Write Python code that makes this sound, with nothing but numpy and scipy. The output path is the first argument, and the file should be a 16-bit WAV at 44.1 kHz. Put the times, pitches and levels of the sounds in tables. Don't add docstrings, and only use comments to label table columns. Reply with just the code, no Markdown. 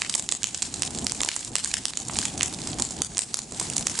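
import sys
import numpy as np
from scipy import signal
from scipy.fft import rfft, irfft
from scipy.io import wavfile
from scipy.ndimage import uniform_filter1d, minimum_filter1d

SR = 44100
rng = np.random.default_rng(int(sys.argv[2]) if len(sys.argv) > 2 else 0)


def int16_out(signal):
    q = np.round(np.clip(np.atleast_2d(signal).T, -1, 1) * 32767)
    wavfile.write(sys.argv[1], SR, q.astype(np.int16))


N = 4 * SR
SCENE_HZ, BURST_HZ = np.fft.rfftfreq(N, 1 / SR), np.fft.rfftfreq(1024, 1 / SR)


def amp(db):
    return 10 ** (np.asarray(db) / 20)


def unit_rms(x):
    return x / np.sqrt(np.mean(x ** 2) + 1e-20)


def curve(points, hz):
    f, value = np.transpose(points)
    return np.interp(np.log(hz + 1), np.log(f + 1), value)


def envelope(points):
    return amp(np.interp(np.arange(N) / SR, *np.transpose(points)))


def add(mix, start_s, sound):
    part = mix[..., max(round(start_s * SR), 0):][..., :sound.shape[-1]]
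    part += sound[..., :part.shape[-1]]


def correlate(pair, coherence):
    coherence = np.clip(coherence, 0, 1)
    return np.array([pair[0], coherence * pair[0] + np.sqrt(1 - coherence ** 2) * pair[1]])


def noise(spectrum, coherence):
    white = correlate(rfft(rng.standard_normal((2, N))), curve(coherence, SCENE_HZ))
    return unit_rms(irfft(white * amp(curve(spectrum, SCENE_HZ)), N))


def flutter(rms_db, scale_s):
    drift = irfft(rfft(rng.standard_normal(N)) / (1 + (2 * SCENE_HZ * scale_s) ** 2), N)
    return amp(rms_db * unit_rms(drift))


def minimum_phase(db):
    log_gain = np.log(amp(np.r_[db, db[-2:0:-1]]))
    return np.exp(np.conj(signal.hilbert(log_gain)))[:len(db)]


# (time [s], level [dB])
FLAME_LEVEL = [(0, -44.5), (.58, -46.5), (.78, -40.5), (1.05, -34.5), (1.17, -40.5), (1.52, -36.5),
               (1.92, -49), (2.1, -38.5), (2.38, -36.5), (2.5, -39.5), (2.8, -34), (2.87, -41.5),
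               (3.01, -38), (3.14, -36.5), (3.3, -43), (3.46, -42.5), (3.6, -39), (3.82, -36.5), (4, -42.5)]
# (frequency [Hz], relative level [dB])
ROAR_SPECTRUM = [(20, -18), (70, -2), (230, -2), (330, -5.5), (560, -16.5), (770, -9.5), (1000, -19),
                 (1400, -26.5), (3000, -34.5), (8000, -82)]
# (frequency [Hz], coherence [0-1])
ROAR_COHERENCE = [(200, 0.98), (550, 0.77), (3000, 0.23)]
def roar():
    turbulence = noise(ROAR_SPECTRUM, ROAR_COHERENCE) * flutter(rms_db=1.7, scale_s=0.027)
    return envelope(FLAME_LEVEL) * unit_rms(turbulence)


# (time [s], relative level [dB])
SAP_LEVEL = [(0, -34.5), (.24, -47), (.41, -44.5), (.56, -42), (.78, -39), (1.19, -41), (1.37, -26),
             (1.52, -38.5), (1.68, -30.5), (1.84, -43), (2.06, -42.5), (2.22, -34), (2.35, -39),
             (2.62, -39), (2.8, -38), (2.96, -42.5), (3.1, -38), (3.3, -37.5), (3.48, -44.5), (3.64, -34.5),
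             (3.84, -39.5), (4, -29)]
# (frequency [Hz], relative level [dB])
HISS_SPECTRUM = [(300, -24), (900, -5.5), (2200, -1.5), (6300, 2), (7500, 6.5), (8600, 4), (11000, -7)]
# (frequency [Hz], coherence [0-1])
HISS_COHERENCE = [(1500, 0.41), (7000, 0.82), (10000, 0.31)]
def hiss():
    steam = noise(HISS_SPECTRUM, HISS_COHERENCE) * flutter(rms_db=2.5, scale_s=0.012)
    return amp(-1.5) * envelope(SAP_LEVEL) * unit_rms(steam)


def rupture(decay_ms):
    ms = np.arange(512) * 1000 / SR
    fibres, grain = rng.standard_normal((2, len(ms)))
    tear = fibres * np.exp(0.56 * grain - ms / decay_ms) * (ms > ms[4])
    tear_share = 0.72 * decay_ms ** 2 / (decay_ms ** 2 + 0.55 ** 2)
    pulse = np.sqrt(tear_share) * tear / np.linalg.norm(tear)
    pulse[0] = np.sqrt(1 - tear_share)
    spectrum = rfft(pulse, 2 * len(ms))
    colour_db = 10 * np.log10(uniform_filter1d(abs(spectrum) ** 2, size=9))
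    return spectrum * minimum_phase(-0.11 * colour_db)


GROUND_DELAY_S, GROUND_CUTOFF_HZ = 0.001349, 6700
def ground(bounce_db):
    delay_s = GROUND_DELAY_S * (1 + 0.083 * rng.standard_normal())
    bounce = amp(min(bounce_db, -2)) * np.exp(-2j * np.pi * BURST_HZ * delay_s)
    return 1 - bounce / (1 + 1j * BURST_HZ / GROUND_CUTOFF_HZ)


# (frequency [Hz], gain [dB])
SNAP_SPECTRUM = [(250, -20.5), (900, -10.5), (1500, -12), (2250, -10), (2800, -7.5), (3600, -5.5),
                 (6300, -1), (7300, 3.5), (8800, -1), (10000, -7.5), (11000, -13)]
# (frequency [Hz], gain [dB])
SMALL_TWIG_TILT = [(1000, -5), (4000, 0)]
def crackle(kinds=30, rate_per_s=280):
    strength = amp(7 * np.minimum(rng.exponential(1, N), 3.1))
    impulses = strength * (rng.random(N) < rate_per_s / SR)
    kind, out = rng.integers(0, kinds, N), np.zeros((2, N))
    twig_db = curve(SNAP_SPECTRUM, BURST_HZ) + curve(SMALL_TWIG_TILT, BURST_HZ)
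    for k in range(kinds):
        colour = np.c_[np.geomspace(600, 11000, 7), 5.5 * rng.standard_normal(7)]
        spectrum = rupture(decay_ms=0.56 * rng.uniform(0.66, 3)) * ground(bounce_db=-5)
        spectrum *= minimum_phase(twig_db + curve(colour, BURST_HZ))
        ticks = signal.oaconvolve(impulses * (kind == k), unit_rms(irfft(spectrum)))[:N]
        out += ticks * amp(rng.standard_normal() * np.array([[1], [-1]]))
    return amp(-1.74) * envelope(SAP_LEVEL) * unit_rms(out)


# (delay [s], relative level [dB])
SCATTER_ENVELOPE = [(.003, 9.5), (.014, 14.5), (.024, 6.5), (.035, 11), (.046, 15), (.06, -3.5), (.1, 0),
                    (.25, -45)]
def tree_scatter(sound, paths=6):
    t, out = np.arange(SR // 4) / SR, np.zeros((2, N))
    path = np.arange(N) // 256 % paths
    decay = amp(np.interp(t, *np.transpose(SCATTER_ENVELOPE))) * (t > 2 * GROUND_DELAY_S)
    for k in range(paths):
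        taps = rng.standard_normal((2, len(t))) * (rng.random((2, len(t))) < 0.15)
        tail = correlate(taps, coherence=0.66) * decay
        tail /= np.linalg.norm(tail[0])
        out += signal.fftconvolve((sound * (path == k))[None], tail, axes=1)[:, :N]
    return amp(-9) * out


# (lower edge [Hz], upper edge [Hz])
POP_BANDS = [(500, 1800), (1800, 4800), (4800, 11000)]
# (time [s], body [dB], middle [dB], treble [dB], decay time of the tearing [ms])
TWIG_BURSTS = [(0.0195, -22, -8.5, -15, 0.46), (0.0963, -33, -19.5, -15, 3.8),
               (0.1406, -43, -16, -22, 0.87), (0.151, -25.5, -25, -7, 0.47),
               (0.1545, -25, -24.5, -10.5, 0.8), (0.1962, -30, -24.5, -14.5, 1.3),
               (0.29, -35, -18, -16, 1.5), (0.3145, -41, -42, -18, 1.9), (0.3226, -28.5, -19, -11.5, 1.3),
               (0.4323, -54, -22, -16.5, 0.23), (0.4423, -28, -13.5, -9.5, 0.37),
               (0.546, -37, -24, -17, 3.1), (0.5772, -46, -40, -24, 0.3), (0.622, -39, -19, -15.5, 1.4),
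               (0.6264, -32, -24, -13.5, 2.4), (0.741, -40, -24, -19, 2.3), (0.8214, -28, -21, -11.5, 1.5),
               (0.833, -37, -18.5, -22, 0.28), (0.9487, -37, -29, -23, 2.9),
               (0.9875, -43, -27.5, -21, 0.24), (1.044, -34, -53, -18, 2.8),
               (1.0678, -29.5, -11.5, -10, 0.63), (1.1206, -27.5, -26, -13.5, 0.18),
               (1.2055, -29, -14.5, -20.5, 1.3), (1.2163, -24, -44, -13, 0.67),
               (1.2338, -16.5, -7.5, -7, 0.093), (1.248, -17.5, -30, -5.5, 1.4),
               (1.2885, -11.5, 0.5, -2, 0.81), (1.364, -19.5, -20, -4.5, 0.65),
               (1.448, -55, -28, -14.5, 2.2), (1.555, -13.5, -8, -2, 0.93), (1.5645, -30, -12, -10.5, 0.93),
               (1.6463, -28, -23.5, -8, 0.3), (1.74, -24, -14.5, -10.5, 1.5),
               (1.8547, -27.5, -15.5, -12, 0.49), (1.9356, -39, -20, -33, 0.63),
               (1.9728, -36, -23, -14.5, 1.6), (2.084, -41, -35, -19.5, 2.7), (2.0974, -25, -21, -53, 1.3),
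               (2.1575, -40, -19, -32, 0.67), (2.1683, -30, -29, -18, 2.5), (2.1882, -23, -14.5, -9, 0.9),
               (2.2536, -32.5, -18, -14, 2), (2.3772, -40, -32, -21, 4.2), (2.4094, -24, -11.5, -24, 0.83),
               (2.421, -35, -23, -22, 1.5), (2.431, -25, -19.5, -7, 1.2), (2.6729, -32, -30, -19, 2.9),
               (2.7862, -33, -28, -22, 9.1), (2.7979, -22.5, -27.5, -15.5, 4.1),
               (2.8222, -31, -21, -11, 0.69), (2.908, -36.5, -38, -20.5, 2.8),
               (3.0194, -18, -11.5, -1, 1.08), (3.1712, -30, -19.5, -16.5, 0.61),
               (3.1809, -27, -23, -4.5, 0.18), (3.1916, -19.5, -13, -1.5, 0.42),
               (3.343, -21, -13, -5, 0.58), (3.3904, -28.5, -22.5, -13, 0.9),
               (3.5217, -31, -39, -24.5, 1.6), (3.5987, -29, -26.5, -12.5, 2.1),
               (3.6131, -24.5, -33, -25, 3.5), (3.7, -51, -40, -18.5, 0.35), (3.735, -40, -29, -24, 2.5),
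               (3.7665, -29.5, -29.5, -11.5, 1), (3.7809, -36, -23.5, -14, 1.5),
               (3.8696, -21.5, -17.5, -7, 1.43), (3.99, -27.5, -24, -13, 1.9)]
ECHO_DELAY_S, ECHO_SPREAD_S, ECHO_DB, ECHO_LEFT_DB = 0.028, 0.00038, -12, 7.5
def pops():
    direct, outward, echo = np.zeros((3, N))
    snap = minimum_phase(curve(SNAP_SPECTRUM, BURST_HZ))
    centres_hz = np.sqrt(np.prod(POP_BANDS, 1))
    bands = [(BURST_HZ > low) & (BURST_HZ < high) for low, high in POP_BANDS]
    for start_s, *band_db, decay_ms in TWIG_BURSTS:
        spectrum = rupture(decay_ms) * snap
        comb = ground(bounce_db=1 + 0.55 * band_db[0])
        energy = np.array([np.sum(abs((spectrum * comb)[band]) ** 2) for band in bands])
        unshaped_db = 10 * np.log10(energy / len(BURST_HZ) * 1000 / SR)
        spectrum *= minimum_phase(curve(np.c_[centres_hz, band_db - unshaped_db], BURST_HZ))
        add(direct, start_s, irfft(spectrum * comb))
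        add(outward, start_s, irfft(spectrum))
        return_s = start_s + ECHO_DELAY_S + ECHO_SPREAD_S * rng.standard_normal()
        add(echo, return_s, irfft(spectrum * rupture(decay_ms=1)))
    return direct, outward, echo * amp(ECHO_DB + ECHO_LEFT_DB * np.array([[0.5], [-0.5]]))


# (frequency [Hz], left minus right level [dB])
FIRE_PAN = [(300, 6), (900, -4), (1600, -6.5), (3000, -4), (7500, -4), (9000, -8.5), (11000, -5.5)]
def panned(sound):
    lean_db = curve(FIRE_PAN, SCENE_HZ)
    gains = amp(np.array([lean_db, -lean_db]) / 2)
    return irfft(rfft(sound) * gains / np.sqrt(np.mean(gains ** 2, 0)), N)


def scene():
    direct, outward, echo = pops()
    background = roar() + hiss() + tree_scatter(outward) + echo
    return background + panned(direct + crackle())


def low_pass(x, hz):
    kernel = signal.firwin(401, hz, window=("kaiser", 7), fs=SR)
    return signal.oaconvolve(x, kernel[None], "same")


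LIMIT_DB, RECOVERY_DB_PER_S = -1, 42.5
def record(dry):
    heard = low_pass(dry, hz=11100)
    excess_db = np.maximum(20 * np.log10(abs(heard).max(0) + 1e-9) - LIMIT_DB, 0)
    held_db = -minimum_filter1d(-excess_db, size=13)
    recovery_db = np.arange(N) / SR * RECOVERY_DB_PER_S
    duck_db = np.maximum.accumulate(held_db + recovery_db) - recovery_db
    return low_pass(heard * amp(-uniform_filter1d(duck_db, size=13)), hz=12200)


dry = scene()
out = record(dry)
int16_out(out)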